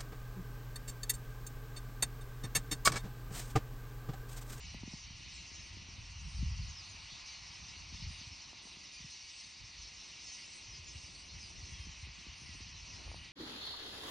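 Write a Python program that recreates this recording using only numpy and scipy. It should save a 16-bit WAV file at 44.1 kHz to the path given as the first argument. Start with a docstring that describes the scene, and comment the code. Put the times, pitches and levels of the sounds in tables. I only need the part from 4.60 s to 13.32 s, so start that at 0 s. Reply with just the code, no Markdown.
"""A large flock of starlings wheels over conifers across an open field on a winter evening.
Thousands of far calls merge into a rushing hiss that swells in flurries as neighbours set each other off.
Harsh squeals and thin whistles rise out of it: gliding syrinx tones, scattered by the trees.
Behind them a distant road hums, and a light breeze sheds eddies on the microphone, which ticks faintly."""
import sys
import numpy as np
from scipy import signal
from scipy.fft import rfft, irfft, next_fast_len
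from scipy.io import wavfile
from scipy.ndimage import uniform_filter1d, map_coordinates

SR = 44100
rng = np.random.default_rng(int(sys.argv[2]) if len(sys.argv) > 2 else 0)


def transcribe(signal):
    """Save signal, clipped to [-1, 1], as a 16-bit WAV file at the path in sys.argv[1]."""
    frames = np.atleast_2d(signal).T
    limited = np.clip(frames, -1, 1)
    pcm = np.round(limited * 32767).astype(np.int16)
    wavfile.write(sys.argv[1], SR, pcm)


N = 384552

# The slow swell of the flock in three registers.
# Each row: time in seconds, then relative levels in dB of low chatter, twitter and shrill calls.
CHORUS = [(0.0, -55, -58, -59), (0.34, -58, -59.5, -61.5), (0.87, -55.5, -59, -54.5), (1.36, -57, -60, -60),
          (2.11, -55.5, -59, -55.5), (2.28, -56, -56.5, -57), (3.67, -57, -57.5, -56.5),
          (4.13, -57.5, -57.5, -58.5), (4.54, -57, -56.5, -55.5), (4.98, -59, -58, -59),
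          (5.56, -56, -57.5, -54), (6.63, -58.5, -60, -59), (7.07, -56.5, -59.5, -55),
          (7.55, -55.5, -58.5, -59.5), (8.23, -56.5, -59, -56.5), (8.72, -56.5, -59, -62.5)]


def from_db(db):
    """Decibels to gain."""
    return 10 ** (np.asarray(db) / 20)


def rms_one(x):
    """Scale to unit power."""
    return x / np.sqrt(np.mean(x ** 2) + 1e-20)


def in_time(rows):
    """Turn rows of a time and its values into one sample-by-sample curve per value column."""
    times, *columns = np.transpose(rows)
    return [np.interp(np.arange(N) / SR, times, column) for column in columns]


def at_hz(points, hz):
    """Read a curve on a log-frequency axis."""
    known_hz, values = np.transpose(points)
    return np.interp(np.log(np.maximum(hz, 1)), np.log(known_hz), values)


def drift(rate):
    """A smooth random wobble of unit power that takes a new value `rate` times a second."""
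    knots = rng.standard_normal(4096)
    coarse = map_coordinates(knots, [np.arange(0, N + 64, 64) * rate / SR], order=3, mode="wrap")
    return rms_one(np.interp(np.arange(N) / 64, np.arange(len(coarse)), coarse))


def add(out, start_s, sound):
    """Mix a sound in at its start time."""
    start = max(int(start_s * SR), 0)
    room = out[start:start + len(sound)]
    room += sound[:len(room)]


def coloured(x, spectrum):
    """Shape a sound with an EQ curve and bring it to unit power."""
    size = next_fast_len(N)
    hz = np.arange(size // 2 + 1) * SR / size
    return rms_one(irfft(rfft(x, size) * from_db(at_hz(spectrum, hz)), size)[..., :N])


def ports(x):
    """Sound meets the two microphone ports at a phase that depends on pitch; their sum keeps its level."""
    # Phase between the ports. Each row: frequency in Hz, lead of the left port in radians.
    port_phase = [(600, 0), (1300, 1.2), (1600, 0), (1900, -.7), (2200, 0), (2700, .38), (3600, 0),
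                  (6300, 0), (6630, 1.45), (6950, 2.45), (7600, 2.6), (8500, 2.2), (9200, 1.55),
                  (10000, .1)]
    size = next_fast_len(N)
    lead = np.clip(at_hz(port_phase, np.arange(size // 2 + 1) * SR / size), -2.8, 2.8)
    side = irfft(rfft(x, size) * 1j * np.tan(lead / 2), size)[:N]
    return np.array([x + side, x - side])


def wash(spectrum, side_db):
    """Smooth far noise from a wide field, partly unlike at the two ports."""
    mid, side = coloured(rng.standard_normal((2, N)), spectrum)
    return ports(mid) + from_db(side_db) * side * [[1], [-1]]


def road():
    """Distant traffic blurs into a bed of tyre roar and low drone."""
    # The traffic's ebb and flow. Each row: time in seconds, relative roar and drone levels in dB.
    traffic = [(0.0, -68, -78.5), (.6, -70.5, -78.5), (1.2, -69.5, -74.5), (1.7, -67.5, -81.5),
               (2.4, -66, -80), (3.5, -67.5, -78.5), (4.01, -69, -76.5), (4.27, -71, -76.5),
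               (4.66, -72.5, -83.5), (5.29, -70, -78), (6.41, -71, -74.5), (7.0, -70, -74.5),
               (7.41, -69, -79), (8.21, -69.5, -79), (8.4, -65.5, -68.5), (8.72, -70.5, -78)]
    # The colours of the roar and the drone. Each row: frequency in Hz, relative gain in dB.
    roar_eq = [(450, -20), (700, -6), (1000, 1), (1350, -4.5), (1750, -8), (3200, -17), (4500, -76)]
    drone_eq = [(30, 1.5), (70, 7), (150, 11.5), (350, 8), (470, -0.5), (650, 1), (1000, -9.5), (3500, -61)]
    roar_db, drone_db = in_time(traffic)
    roar = from_db(roar_db + 0.9) * wash(roar_eq, side_db=-4.0)
    drone = from_db(drone_db + 7.5) * wash(drone_eq, side_db=-7)
    return roar + drone


def tick(db, hz=720, rise_s=0.00041):
    """A dull tick, gone within a cycle or two."""
    t = np.arange(SR // 3) / SR
    envelope = t / rise_s * np.exp(1 - np.minimum(t / rise_s, 60))
    return from_db(db) * np.sin(2 * np.pi * hz * t) * envelope


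def ticks(snap_s=0.1435, snap_db=-55, snap_decay_s=0.00025):
    """Light ticks on the microphone and one tiny bright snap on its housing."""
    # The ticks. Each row: start in seconds, envelope peak in dB.
    hits = [(.144, -43.5), (0.233, -47.5), (.275, -55), (0.333, -48), (3.931, -46.5), (4.072, -51),
            (8.478, -43.5), (8.516, -41), (8.544, -40.5)]
    out, t = np.zeros(N), np.arange(SR // 200) / SR
    for start_s, db in hits:
        add(out, start_s, tick(db))
    add(out, snap_s, from_db(snap_db) * rng.standard_normal(len(t)) * np.exp(-t / snap_decay_s))
    return out


def airflow_db(rise_share=0.56):
    """Gusts build and die away in bell shapes on top of the light air."""
    # Light air between gusts. Each row: time in seconds, level in dB.
    breeze = [(0, -50), (.6, -58.5), (1.5, -52), (2.25, -56), (2.7, -66), (3.4, -53.5), (3.85, -68),
              (4.8, -71.5), (5.2, -64.5), (5.95, -74.5), (6.15, -55), (6.55, -63), (7.1, -53.5),
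              (7.65, -62), (8.2, -56.5), (8.72, -64)]
    # The gusts. Each row: time of the peak in seconds, length in seconds, peak level in dB.
    gusts = [(1.917, 0.4, -41.5), (3.48, 0.2, -49), (4.446, 0.16, -62.5), (5.044, 0.055, -54.5),
             (5.234, 0.12, -57), (6.778, 0.17, -56.5), (7.29, 0.043, -50), (7.503, 0.088, -54.5),
             (7.694, 0.056, -52.5), (7.98, 0.15, -53.5), (8.53, 0.24, -51.5)]
    breeze_db, = in_time(breeze)
    t, power = np.arange(N) / SR, from_db(breeze_db) ** 2
    for peak_s, length, db in gusts:
        from_peak = (t - peak_s) / (length * np.where(t < peak_s, rise_share, 1 - rise_share))
        power += from_db(db) ** 2 * np.exp(-2 * np.minimum(from_peak ** 2, 20))
    return 10 * np.log10(power)


def eddy(db, hz):
    """A vortex crosses the port: a puff that builds for some turns and sinks in pitch as it widens."""
    t = np.arange(SR // 3) / SR
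    turns = 1.22 * (100 / hz) ** 0.36   # lower, wider eddies take more turns to build
    age = t * hz / turns   # 1 at the peak of the puff
    envelope = (2 * age / (1 + age * age)) ** 4
    return from_db(db) * np.sin(2 * np.pi * 3.1 * turns * np.log1p(age / 1.7)) * envelope


def wind(lumpy_db=2.5, side_db=-15, small_count=200):
    """Lumpy low buffeting swells with the breeze, small eddies less steeply; big eddies thump through."""
    # Single eddies on the microphone. Each row: start in seconds, level in dB, nominal pitch in Hz.
    thumps = [(.144, -40, 185), (0.232, -37.5, 198), (.275, -38, 190), (0.334, -38.5, 173),
              (.503, -47.5, 150), (1.168, -47.5, 230), (1.285, -51, 240), (1.553, -42, 64),
              (1.729, -37, 60.6), (1.794, -32, 61), (1.824, -31, 147), (1.87, -31.5, 70),
              (1.902, -29.5, 71), (1.986, -32, 72.5), (2.036, -39, 69), (3.022, -52, 140),
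              (3.322, -47, 170), (3.343, -45.5, 144), (3.418, -42, 125), (3.459, -39.5, 85),
              (3.5, -45.5, 150), (3.61, -49.5, 165), (3.663, -46, 100), (3.702, -46.5, 72),
              (3.931, -56, 280), (4.052, -53.5, 230), (4.168, -53, 228), (4.4, -49.5, 145),
              (4.441, -44.5, 136), (5.03, -49, 94.5), (6.079, -48, 83.6), (6.181, -47, 93),
              (6.345, -42, 82), (6.43, -47.5, 85), (7.019, -43, 77), (7.184, -40, 68), (7.267, -48, 202),
              (7.42, -40.5, 72), (7.665, -48.5, 237), (7.814, -51, 175), (7.888, -49.5, 187),
              (7.95, -51, 210), (8.004, -49, 222), (8.063, -52, 164), (8.474, -40.5, 62)]
    # The colour of the buffeting. Each row: frequency in Hz, relative gain in dB.
    buffet_eq = [(20, -31), (35, -8), (50, 4), (72, 0.5), (98, -1.5), (125, -10), (180, -13), (260, -34.5),
                 (400, -62), (1500, -85)]
    level_db = airflow_db()
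    small, big = np.zeros((2, N)), np.zeros(N)
    for when, pitch, weakness, left_share in rng.random((small_count, 4)):
        puff = eddy(-14 * weakness, 75 * 2 ** (1.86 * pitch)) + tick(-21.5)
        add(small[0], when * N / SR, left_share * puff)   # a small eddy favours one port
        add(small[1], when * N / SR, (1 - left_share) * puff)
    for start_s, db, hz in thumps:
        add(big, start_s, eddy(db, hz))
    mid, side = coloured(rng.standard_normal((2, N)), buffet_eq)
    mid = mid / np.sqrt(uniform_filter1d(mid ** 2, size=3500) + 1e-9)   # leave the slow swell to the air
    buffet = (mid + from_db(side_db) * side * [[1], [-1]]) * from_db(lumpy_db * drift(30))
    return from_db(level_db) * buffet + from_db(0.35 * level_db - 48) * rms_one(small) + big


def trees(x, t60, wet_db):
    """Trunks and hedges scatter a short diffuse tail behind each call."""
    t = np.arange(SR // 2) / SR
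    tail = rng.standard_normal(len(t)) * from_db(-60 * t / t60)
    return x + from_db(wet_db) * signal.fftconvolve(x, tail / np.linalg.norm(tail))[:N]


def call(length, start_hz, end_hz, warble_hz, warble_rate, rasp_hz, wander=0, ragged_db=0):
    """A gliding, warbling syrinx tone: fast pitch jitter makes it harsh, wander and flicker ragged."""
    progress = np.linspace(0, 1, max(int(length * SR), 64))
    t = progress * length
    jitter = np.interp(t, np.arange(1024) / 1500, rng.standard_normal(1024))
    hz = start_hz + (end_hz - start_hz) * progress + rasp_hz * jitter
    hz += warble_hz * np.sin(2 * np.pi * (warble_rate * t + rng.random()))
    swell = np.sqrt(np.abs(np.sin(np.pi * progress)))
    if wander or ragged_db:
        bend, flicker = (np.interp(t, np.arange(64) / 70, knots) for knots in rng.standard_normal((2, 64)))
        hz *= 1 + wander * bend
        swell *= from_db(ragged_db * flicker)
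    return rms_one(np.sin(2 * np.pi * np.cumsum(hz) / SR) * swell)


def crowd(low_hz, high_hz, length, fall, rasp_hz, uneven_db, count, wander=0):
    """Many birds calling at random, each at its own pitch and distance, mostly sliding down."""
    out = np.zeros(N)
    for when, pitch, stretch, slide, distance in rng.random((count, 5)):
        start_hz = low_hz + (high_hz - low_hz) * pitch
        end_hz = start_hz * np.exp(fall * (0.3 - slide))
        cry = call(length * (0.5 + stretch), start_hz, end_hz,
                   warble_hz=37.8, warble_rate=30.7, rasp_hz=rasp_hz, wander=wander)
        add(out, when * N / SR, from_db(-uneven_db * np.sqrt(distance)) * cry)
    return rms_one(out)


def flurry_db(register_hz, spread_octaves=0.64):
    """Neighbours set each other calling: each flurry lifts the registers near its pitch in one arch."""
    # The flurries. Each row: middle in seconds, length in seconds, lift in dB at its pitch, pitch in Hz.
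    flurries = [(0.068, 0.085, 6.5, 5600), (0.358, 0.27, 8, 6000), (0.644, 0.16, 3, 3700),
                (.97, .1, 2, 5000), (1.868, 0.32, 3, 5250), (2.03, 0.06, 2.5, 4500),
                (2.554, 0.092, 2.5, 4700), (2.713, 0.16, 7, 4700), (3.068, 0.12, 3, 5200),
                (3.435, 0.26, 5, 4870), (3.613, 0.11, 5.5, 4800), (3.774, 0.18, 3, 5700),
                (4.774, 0.24, 3.5, 5740), (5.244, 0.16, 5, 5500), (5.73, 0.26, 3, 5800),
                (6.42, 0.29, 5, 6240), (6.778, 0.14, 4, 5370), (8.37, 0.21, 3.5, 5130),
                (8.67, 0.068, 2.5, 4200)]
    t, lift = np.arange(N) / SR, np.zeros(N)
    for middle_s, length, db, hz in flurries:
        reach = np.exp(-(np.log2(register_hz / hz) / spread_octaves) ** 2)
        during = np.abs(t - middle_s) < length / 2
        lift[during] += db * reach * np.cos(np.pi * (t[during] - middle_s) / length)
    return lift


def far_whistles():
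    """A tangle of faint, very high whistles from deeper in the flock."""
    tangle = crowd(7300, 9000, length=0.075, fall=0.11, rasp_hz=90, uneven_db=6, count=90, wander=0.009)
    return from_db(-85) * tangle


def whistles():
    """Thin, ragged, wavering whistles of single birds."""
    # The whistles. Each row: start and length in seconds, start and end pitch in Hz,
    # warble depth in Hz, level in dB.
    notes = [(0.09, 0.13, 8400, 7900, 22, -83), (.27, .11, 7900, 7650, 20, -86),
             (1.044, 0.06, 8200, 8200, 20, -79), (1.653, 0.16, 8530, 8160, 112, -76),
             (2.235, 0.14, 8550, 8950, 45, -77), (2.465, 0.1, 3300, 3420, -3, -63),
             (2.653, 0.1, 2290, 2350, -1, -63), (3.48, 0.135, 8500, 8950, 35, -74),
             (4.015, 0.15, 8140, 8550, 90, -76), (4.224, .03, 9200, 9150, 0, -79),
             (4.294, 0.13, 2414, 2445, 5, -62.5), (4.316, 0.064, 8930, 8700, -2, -75.5),
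             (4.447, 0.1, 7840, 8450, 60, -77), (4.62, 0.16, 8700, 7400, 60, -77),
             (4.727, 0.2, 7900, 8180, 30, -74.5), (5.423, .11, 7500, 8050, 50, -80),
             (5.623, .05, 7400, 7800, 30, -78), (5.666, 0.17, 7950, 8400, 30, -76),
             (5.8, 0.073, 8350, 9000, 30, -76), (5.845, 0.19, 7500, 8200, 298, -71.5),
             (5.94, .07, 9100, 9100, 58, -76), (6.085, 0.054, 5700, 6200, 3, -56.5),
             (6.296, 0.15, 7650, 7600, 70, -82), (6.317, 0.18, 7830, 8730, 67, -77),
             (6.47, 0.11, 7800, 8450, 52, -80), (6.48, 0.23, 8760, 8900, 108, -79),
             (6.51, 0.13, 7400, 7800, 80, -75), (6.797, 0.16, 8650, 8250, 110, -76.5),
             (7.02, 0.059, 5600, 6780, 0, -66), (7.107, 0.19, 3380, 3060, 2, -64),
             (7.085, .06, 8900, 8400, 40, -78), (7.178, 0.087, 9050, 8950, 200, -76),
             (7.375, 0.1, 8450, 8550, 18, -81), (7.738, .28, 9250, 8240, 72, -75.5),
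             (7.85, 0.091, 2060, 1894, 4, -64), (8.407, 0.3, 9300, 8500, 75, -76.5),
             (8.575, 0.059, 2870, 2960, -2, -64)]
    out = np.zeros(N)
    for start_s, length, start_hz, end_hz, warble_hz, db in notes:
        note = call(length, start_hz, end_hz, warble_hz,
                    warble_rate=25, rasp_hz=0.012 * start_hz, wander=0.0055, ragged_db=2.5)
        add(out, start_s, from_db(db) * note)
    return trees(out, t60=0.25, wet_db=-11)


def squeals(fall_octaves=0.22):
    """Harsh calls of the nearest birds, each sliding down by the same interval."""
    # The squeals. Each row: start and length in seconds, start pitch in Hz, relative level in dB.
    cries = [(0.0, 0.07, 7260, -71), (.72, .11, 7770, -74), (1.27, 0.05, 5940, -60),
             (2.08, 0.064, 6750, -60.5), (2.147, 0.075, 5550, -56.5), (2.291, 0.059, 6760, -61),
             (2.67, .06, 5100, -58.5), (3.065, 0.057, 5600, -59), (3.455, .065, 5500, -60),
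             (5.187, 0.066, 6300, -63), (5.665, .1, 6710, -61), (6.033, 0.08, 6470, -64),
             (6.107, 0.08, 5430, -57.5), (6.267, 0.061, 6850, -60), (6.547, 0.033, 4700, -57),
             (6.79, 0.087, 5480, -58), (8.263, 0.11, 6080, -62)]
    out = np.zeros(N)
    for start_s, length, start_hz, db in cries:
        cry = call(length, start_hz, start_hz / 2 ** fall_octaves, warble_hz=40, warble_rate=70, rasp_hz=190)
        add(out, start_s, from_db(db + 0.5) * cry)
    return trees(out, t60=0.19, wet_db=-9.5)


def near_chirps():
    """Short overlapping chirps from the near edge of the flock ride the swell of the chorus."""
    _, _, shrill_db = in_time(CHORUS)
    chirps = crowd(4500, 6500, length=0.036, fall=0.2, rasp_hz=120, uneven_db=3, count=300, wander=0.012)
    return trees(from_db(shrill_db + flurry_db(5500) - 8) * chirps, t60=0.2, wet_db=-10)


def choir(voices, spectrum, voices_db, surge_db, surge_rate):
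    """Nearer voices sit in the smooth hiss of the countless far ones, and the level flutters."""
    together = coloured(rng.standard_normal(N) + from_db(voices_db) * voices, spectrum)
    return together * from_db(surge_db * drift(surge_rate))


def flock():
    """The chorus in three registers swells slowly as the birds turn, and quickly in flurries."""
    # The colours of the low, middle and high voices. Each row: frequency in Hz, relative gain in dB.
    chatter_eq = [(1200, -27.5), (1600, -14), (1950, -2.5), (2500, 2), (2900, 2.5), (3250, -3.5),
                  (3600, -23), (4600, -74)]
    twitter_eq = [(2800, -37.5), (3350, -3.5), (3800, -0.5), (4250, 1.5), (4800, 0), (5200, -5.5),
                  (6000, -55.5)]
    shrill_eq = [(4000, -27), (4800, -7), (5250, 5.5), (5700, 4.5), (6200, 3.5), (6550, -1.5), (6900, -15),
                 (7300, -17), (8600, -21.5), (9500, -23.5), (10500, -38.5), (12000, -50), (13000, -69.5)]
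    chatter_db, twitter_db, shrill_db = in_time(CHORUS)
    low = crowd(1800, 3500, length=0.0686, fall=0.1953, rasp_hz=114.7, uneven_db=3.5, count=1200)
    middle = crowd(3500, 5200, length=0.06, fall=0.25, rasp_hz=200, uneven_db=6, count=1000)
    high = crowd(5000, 9000, length=0.05, fall=0.27, rasp_hz=194, uneven_db=9, count=1800)
    chatter = choir(low, chatter_eq, voices_db=-14.0, surge_db=0.73, surge_rate=41)
    twitter = choir(middle, twitter_eq, voices_db=-11.5, surge_db=0.7, surge_rate=40)
    shrill = choir(high, shrill_eq, voices_db=-10.5, surge_db=1.2, surge_rate=45)
    chatter *= from_db(chatter_db + flurry_db(3000) - 1.35)
    twitter *= from_db(twitter_db + flurry_db(3400) + 0.32)
    shrill *= from_db(shrill_db + flurry_db(7100) - 1.5)
    # Low chatter echoing round the field is a wide, soft hiss.
    scattered = from_db(chatter_db - 16.0) * coloured(rng.standard_normal(N), chatter_eq)
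    return ports(chatter + twitter + shrill) + scattered * [[1], [-1]]


def scene():
    """The flock and its single voices over the road, the breeze and the ticks, in stereo."""
    return flock() + ports(near_chirps() + squeals() + whistles() + far_whistles()) + road() + wind() + ticks()


def record(dry):
    """A steep low-pass removes everything above 15.5 kHz."""
    return signal.sosfilt(signal.cheby2(12, 70, 15500, fs=SR, output="sos"), dry)


dry = scene()
out = record(dry)
transcribe(out)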